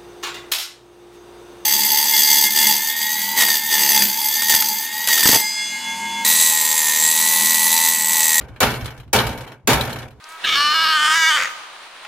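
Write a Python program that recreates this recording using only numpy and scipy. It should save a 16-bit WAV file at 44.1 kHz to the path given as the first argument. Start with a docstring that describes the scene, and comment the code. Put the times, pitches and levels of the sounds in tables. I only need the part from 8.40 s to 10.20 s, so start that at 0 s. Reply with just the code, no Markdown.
"""A hammer strikes the edge of an upright stack of long steel sheets three times, close by and outdoors.
Each impact gives a bright crack and excites densely spaced bending modes, heard as a crash; the low
modes build up late and boom on. The loose sheets flex, buckle, clap and chatter until they settle
and damp one another. An earlier blow is still dying away at first, over faint open air."""
import sys
import numpy as np
from scipy.fft import rfft, irfft, next_fast_len
from scipy.io import wavfile
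from scipy.ndimage import map_coordinates

SR = 44100
rng = np.random.default_rng(int(sys.argv[2]) if len(sys.argv) > 2 else 0)


def inscribe(sig):
    """Save sig as 16-bit PCM at rate SR to the path in sys.argv[1].

    A 1-D sig is mono; a 2-D sig holds one channel per row.
    Samples are clipped to [-1, 1] before scaling.
    """
    pcm = np.round(np.clip(np.atleast_2d(sig).T, -1, 1) * 32767)
    wavfile.write(sys.argv[1], SR, pcm.astype(np.int16))


N = 79380


def amp(db):
    """Amplitude ratio of a level in decibels."""
    return 10 ** (np.asarray(db) / 20)


def unit(x):
    """Normalisation to an rms of 1."""
    return x / np.sqrt(np.mean(x ** 2) + 1e-20)


def along(points, hz):
    """Interpolation of (Hz, value) points on a logarithmic frequency axis."""
    freqs, values = np.transpose(points)
    return np.interp(np.log(hz + 1), np.log(freqs + 1), values)


def above(hz, edge_hz):
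    """High-pass weighting: a smooth step from 0 to 1."""
    return 1 - 1 / (1 + (hz / edge_hz) ** 4)


def filtered(x, response):
    """Linear filtering: the spectrum times a frequency response."""
    size = next_fast_len(N + SR // 4)
    return irfft(rfft(x, size) * response(np.fft.rfftfreq(size, 1 / SR)), size)[..., :N]


def wobble(knots_per_s):
    """Smooth random modulation."""
    return map_coordinates(rng.standard_normal(N // 16), [np.arange(N) * knots_per_s / SR], mode="wrap")


def since(start):
    """Seconds after the start, zero before it."""
    return np.maximum(np.arange(N) / SR - start, 0)


def ring(t, rise_s, t60_s):
    """Envelope of a damped resonator: a soft rise and an exponential decay."""
    return (1 - np.exp(-t / rise_s)) * amp(-60 * t / t60_s)


def ripple(hz, spacing_hz, depth_db):
    """Uneven excitation: each contact favours other modes, leaving random peaks and gaps in the treble."""
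    knots = rng.standard_normal(SR // 32)
    peaks = np.interp(hz / spacing_hz, np.arange(len(knots)), knots) * np.sqrt(1.5)
    return amp(depth_db * above(hz, 1400) * peaks)


# Likeness of the two channels. Each row: frequency in Hz, correlation from -1 to 1.
CORRELATION = [(30, .68), (130, .92), (260, .95), (500, .86), (1000, .78), (2000, .63), (4000, .08),
               (8000, -.08), (13000, .1)]


def wide_noise(gain):
    """Spatial coherence: an extended source is alike left and right in the bass, unrelated in the treble."""
    def mid_and_side(hz):
        angle = np.arccos(np.clip(along(CORRELATION, hz), -1, 1)) / 2
        return gain(hz) * np.array([np.cos(angle), np.sin(angle)])
    mid, side = filtered(rng.standard_normal((2, N)), mid_and_side)
    return unit(np.array([mid + side, mid - side]))


# Spectrum of the open air. Each row: frequency in Hz, relative level in dB.
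AIR_SPECTRUM = [(20, -6.5), (50, -1), (110, -20.5), (220, -9.5), (700, -13), (2000, -31), (6000, -39.5),
                (16000, -55)]


def open_air():
    """Ambient noise: a faint low rumble whose level wanders."""
    return amp(-56.5 + 3.5 * wobble(6.5)) * wide_noise(lambda hz: amp(along(AIR_SPECTRUM, hz)))


# Bowing of the sheets. Each row: start in seconds, relative level in dB.
FLEXES = [(.005, -32), (.087, -31.5), (0.217, -18), (.32, -28), (0.419, -22.5), (0.577, -34.5),
          (.662, -34.5), (.74, -26), (.845, -22), (.965, -35), (1.242, -34.5), (1.33, -32), (1.46, -35),
          (1.54, -32)]
# Spectrum of a thump. Each row: frequency in Hz, relative level in dB.
FLEX_SPECTRUM = [(20, -25), (45, -4), (65, 1.5), (90, -2.5), (120, 0), (170, -15), (300, -19.5),
                 (1000, -54.5), (4000, -100)]


def flexes():
    """Flexural motion: the long sheets bow and radiate soft low thumps."""
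    envelope = sum(amp(db) * ring(since(start), rise_s=.0081, t60_s=.29) for start, db in FLEXES)
    return envelope * wide_noise(lambda hz: amp(along(FLEX_SPECTRUM, hz)))


# Rebounds of the hammer head onto a sheet edge. Each row: start in seconds, relative level in dB.
CLANKS = [(.788, -10.5), (1.3305, -19), (1.4095, -14)]
# Modes of an edge. Each row: frequency in Hz, relative level in dB.
EDGE_MODES = [(2480, -9), (3030, -8), (3220, -2.5), (3400, -4), (3590, -2.5), (3760, -6), (3920, 1.5),
              (4080, -5.5), (4520, -11), (5230, -10)]
CONTACT_RISE_S = .0014


def clanks():
    """Free vibration: a struck edge rings briefly, each mode with its own phase in each channel."""
    out = np.zeros((2, N))
    for start, db in CLANKS:
        t = since(start)
        tones = sum(amp(level) * np.sin(2 * np.pi * (hz * t + rng.random((2, 1))))
                    for hz, level in EDGE_MODES)
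        out += amp(db - 1.5) * ring(t, CONTACT_RISE_S, t60_s=.031) * tones
    return out


# Collisions between sheets. Each row: start in seconds, relative level in dB, treble gain in dB.
CLAPS = [(0.01, -34, -7.5), (0.084, -43, -5.5), (.161, -36.5, -13.5), (0.2289, -8.5, -3.5),
         (0.267, -20.5, -4), (0.303, -28, 3.5), (0.339, -25.5, -2), (0.409, -29.5, -5), (0.444, -39.5, 7),
         (0.4564, -30.5, 4), (0.478, -29, -8.5), (.504, -35, -3), (0.519, -38, -22), (0.576, -43.5, 1),
         (0.599, -39.5, -3), (0.631, -46, -9), (.677, -52, -8), (0.761, -19.5, 5.5), (0.787, -18, 1),
         (0.801, -15, -8), (.867, -26, 3.5), (0.892, -32, -1.5), (0.929, -36, 1), (0.976, -38, 6),
         (0.984, -46, 4), (1.007, -35.5, 1), (1.0754, -34.5, -5.5), (1.118, -35, -6.5), (1.298, -23.5, 7.5),
         (1.3312, -12, -1), (1.4087, -31, 12.5), (1.451, -31, 4.5), (1.476, -24, -18), (1.502, -27, -2.5),
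         (1.528, -33, 6), (1.559, -28, -5.5), (1.586, -34.5, 2.5), (1.627, -32.5, -7), (1.706, -48.5, -0.5)]
# Spectrum of a clap. Each row: frequency in Hz, relative level in dB.
CLAP_SPECTRUM = [(100, -16.5), (400, -1.5), (1500, 0.5), (2600, -3), (3300, 0.5), (3750, -7.5), (4100, 1.5),
                 (4500, -9.5), (5200, -8.5), (8500, -15.5), (12000, -11.5), (16000, -24.5)]


def claps(places=4):
    """Impact noise: swinging sheets collide at a few places in turn, each slap a short metallic burst."""
    out = np.zeros((2, N))
    for place in range(places):
        burst = wide_noise(lambda hz: amp(along(CLAP_SPECTRUM, hz)) * ripple(hz, 130, depth_db=3.5))
        highs = filtered(burst, lambda hz: above(hz, 3000))
        for start, db, treble in CLAPS[place::places]:
            body = ring(since(start), CONTACT_RISE_S, t60_s=.089)
            snap = amp(-3) * ring(since(start), CONTACT_RISE_S, t60_s=.0096)
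            out += amp(db + 1.5) * (body + snap) * (burst + (amp(treble) - 1) * highs)
    return out


# Resonances of buckling sheets. Each row: start in seconds, frequency in Hz, relative level in dB.
BARKS = [(.225, 228, -19), (.228, 895, -16), (0.26, 1380, -20.5), (.735, 440, -24), (.738, 1000, -23.5),
         (.735, 2280, -24), (1.283, 252, -11), (1.284, 440, -13.5), (1.283, 925, -26)]


def barks():
    """Buckling: just after a blow, a few resonances sound as short hollow tones."""
    out = np.zeros(N)
    for start, hz, db in BARKS:
        t = since(start)
        out += amp(db) * ring(t, rise_s=.0049, t60_s=.17) * np.sin(2 * np.pi * (hz * t + rng.random()))
    return out


def strike_colour_db(hz, bass, low_mid, treble):
    """Point of excitation: where a blow lands sets how strongly each register responds."""
    low_mid_band = np.exp(-np.log2(hz / 328) ** 2)
    return bass * (1 - above(hz, 125)) + low_mid * low_mid_band + treble * above(hz, 13700)


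def settling(t, settle_s, hz, db_per_s=160):
    """Contact damping: sheets lying together again damp one another above the bass."""
    return amp(-db_per_s * np.maximum(t - settle_s, 0) * above(hz, edge_hz=150))


# Hammer blows, driving the boom, crash and crack. Each row: start in seconds, relative level in dB,
# crack, bass, low-mid and treble gains in dB, crash hold in seconds, tail gain in dB,
# delay before settling in seconds.
BLOWS = [(-.33, -4, -4, -13, 0, -2.5, .04, 1.5, 0.66), (0.2034, 0, 1.5, -6, -2.5, -3, 0.023, -3.5, 0.37),
         (0.7295, 0.5, 3, -5, -1.5, -2.5, 0.025, 0, 0.41), (1.273, -0.5, 2, 0.5, -1.5, 2, 0.045, 4, 0.39)]
# Strongest modes of the stack. Each row: frequency in Hz, relative level in dB, T60 in seconds.
STRONG_MODES = [(110.9, -25.5, 0.42), (122.1, -21, 1.16), (134.5, -28.5, 1.46), (219.7, -30.5, .6),
                (238, -35, 0.4), (413, -33.5, 0.56), (506, -35, 0.53), (541, -40, 1.1), (756, -39.5, 0.28),
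                (911, -27.5, 0.72), (1220, -33, 0.45), (1394, -37.5, 0.39), (1540, -35, 0.88),
                (2235, -36, 0.97)]


def boom(swell_cycles=4, scatter_db=1.5):
    """Modal resonance: single modes stand out of the crash, the lowest building up most slowly."""
    out = np.zeros((2, N))
    for start, db, _, bass, low_mid, treble, _, tail, settle in BLOWS:
        t = since(start)
        for hz, level, t60 in STRONG_MODES:
            colour_db = strike_colour_db(hz, bass, low_mid, treble)
            gain = amp(db + tail / 2 + level + colour_db + scatter_db * rng.standard_normal())
            envelope = ring(t, swell_cycles / hz, t60) * settling(t, settle, hz)
            out += gain * envelope * np.sin(2 * np.pi * (hz * t + rng.random()))
    return out


# Bunches of modes. Each row: centre in Hz, half width in Hz, gain in dB.
CLUSTERS = [(116.5, 14, 11), (245.4, 25, 4.5), (438.2, 25, 2.5), (520, 12, 4.5), (762, 28, 3),
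            (879, 100, 3), (1458, 79, 5), (1550, 49, 5), (1750, 99, 3), (2288, 97, 7), (3700, 1200, 2.5),
            (4780, 63, 0), (7000, 130, 1.5), (7670, 200, -1.5), (12400, 390, 0.5)]


def clusters(hz):
    """Modal clustering: bunched modes form the broad resonances of the stack."""
    return amp(sum(db * np.exp(-((hz - centre) / width) ** 2) for centre, width, db in CLUSTERS))


# Bands of dense modes. Each row: centre in Hz, relative crash level in dB, crash T60 in seconds,
# relative tail level in dB, tail T60 in seconds, swell time in seconds.
SHEET_BANDS = [(25, -61.5, .5, -60.5, 1.5, .03), (45.6, -40.5, 0.36, -47, 0.77, 0.034),
               (71, -25, 0.55, -33.5, 1.4, 0.036), (121, -29, 0.43, -33, 1.46, 0.02),
               (165, -26, 0.63, -39, 1.4, 0.026), (263, -27, 0.69, -34, 1.38, 0.0047),
               (518, -21.5, 0.41, -24, 1, 0.0037), (1025, -21, 0.5, -28.5, 1.114, 0.0028),
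               (1950, -21.5, 0.41, -28.5, 0.98, 0.00203), (3780, -22, 0.36, -33, 0.77, 0.00058),
               (8100, -28, 0.16, -39.5, 0.8, 0.0015), (12100, -28, 0.48, -41, .8, .001),
               (16000, -31, 0.2, -55, .7, .001)]


def sheet_crash():
    """Modal overlap: countless modes merge into noise, a held crash that falls fast to a chattering tail."""
    centres = [row[0] for row in SHEET_BANDS]
    chatter_db = 4.5 * wobble(knots_per_s=130)
    out = np.zeros((2, N))
    for start, db, _, bass, low_mid, treble, hold, tail, settle in BLOWS:
        t = since(start)
        modes = wide_noise(lambda f: clusters(f) * ripple(f, 55, depth_db=3))
        for weights, row in zip(np.eye(len(centres)), SHEET_BANDS):
            hz, crash_db, crash_t60, tail_db, tail_t60, swell = row
            band = unit(filtered(modes, lambda f: along(list(zip(centres, weights)), f)))
            crash = amp(crash_db - 60 * np.maximum(t - hold, 0) / crash_t60)
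            chatter = amp(tail_db + tail - 60 * t / tail_t60 + chatter_db * above(hz, 2000))
            onset = 1 - np.exp(-(t / swell) ** 2)
            envelope = onset * np.hypot(crash, chatter) * settling(t, settle, hz)
            out += amp(db - 1.5 + strike_colour_db(hz, bass, low_mid, treble)) * envelope * band
    return out


# Spectrum of the hammer's contact. Each row: frequency in Hz, relative level in dB.
CRACK_SPECTRUM = [(150, -14.5), (700, -1.5), (2000, -1.5), (4500, -9.5), (6700, 3.5), (9000, -3),
                  (11500, 0.5), (15500, -5)]


def hammer_crack(left_lead_s=.000055):
    """Impulsive excitation: brief steel-on-steel contact gives a broadband crack, different each time."""
    # The hammer is a little to the left, so its sound arrives there first.
    lead = lambda hz: np.exp(1j * np.pi * hz * left_lead_s * np.array([[1], [-1]]))
    steel = lambda hz: amp(along(CRACK_SPECTRUM, hz)) * ripple(hz, 260, depth_db=3.5)
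    out = np.zeros((2, N))
    for start, db, crack_db, *_ in BLOWS[1:]:
        direct = unit(filtered(rng.standard_normal(N), lead))
        diffuse = amp(-2) * wide_noise(np.ones_like)
        crack = unit(filtered(direct + diffuse, steel))
        out += amp(db + crack_db - 3.5) * ring(since(start), rise_s=.0041, t60_s=.036) * crack
    return out


# Stereo balance of the stack. Each row: frequency in Hz, left minus right level in dB.
BALANCE = [(40, 0), (100, -1.2), (250, -1.5), (600, 0), (4000, 1), (12000, 0)]


def scene():
    """Superposition: hammer, stack and open air add in two channels."""
    stack = sheet_crash() + boom() + barks() + flexes() + claps() + clanks()
    balance = lambda hz: amp(along(BALANCE, hz) * np.array([[.5], [-.5]]))
    return hammer_crack() + filtered(stack, balance) + open_air()


def record(dry, cutoff_hz=15900):
    """Soft saturation rounds the highest peaks; a steep low-pass limits the bandwidth."""
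    rounded = dry / (1 + np.abs(dry) ** 6) ** (1 / 6)
    return filtered(rounded, lambda hz: 1 / (1 + (hz / cutoff_hz) ** 160))


dry = scene()
out = record(dry)
inscribe(out)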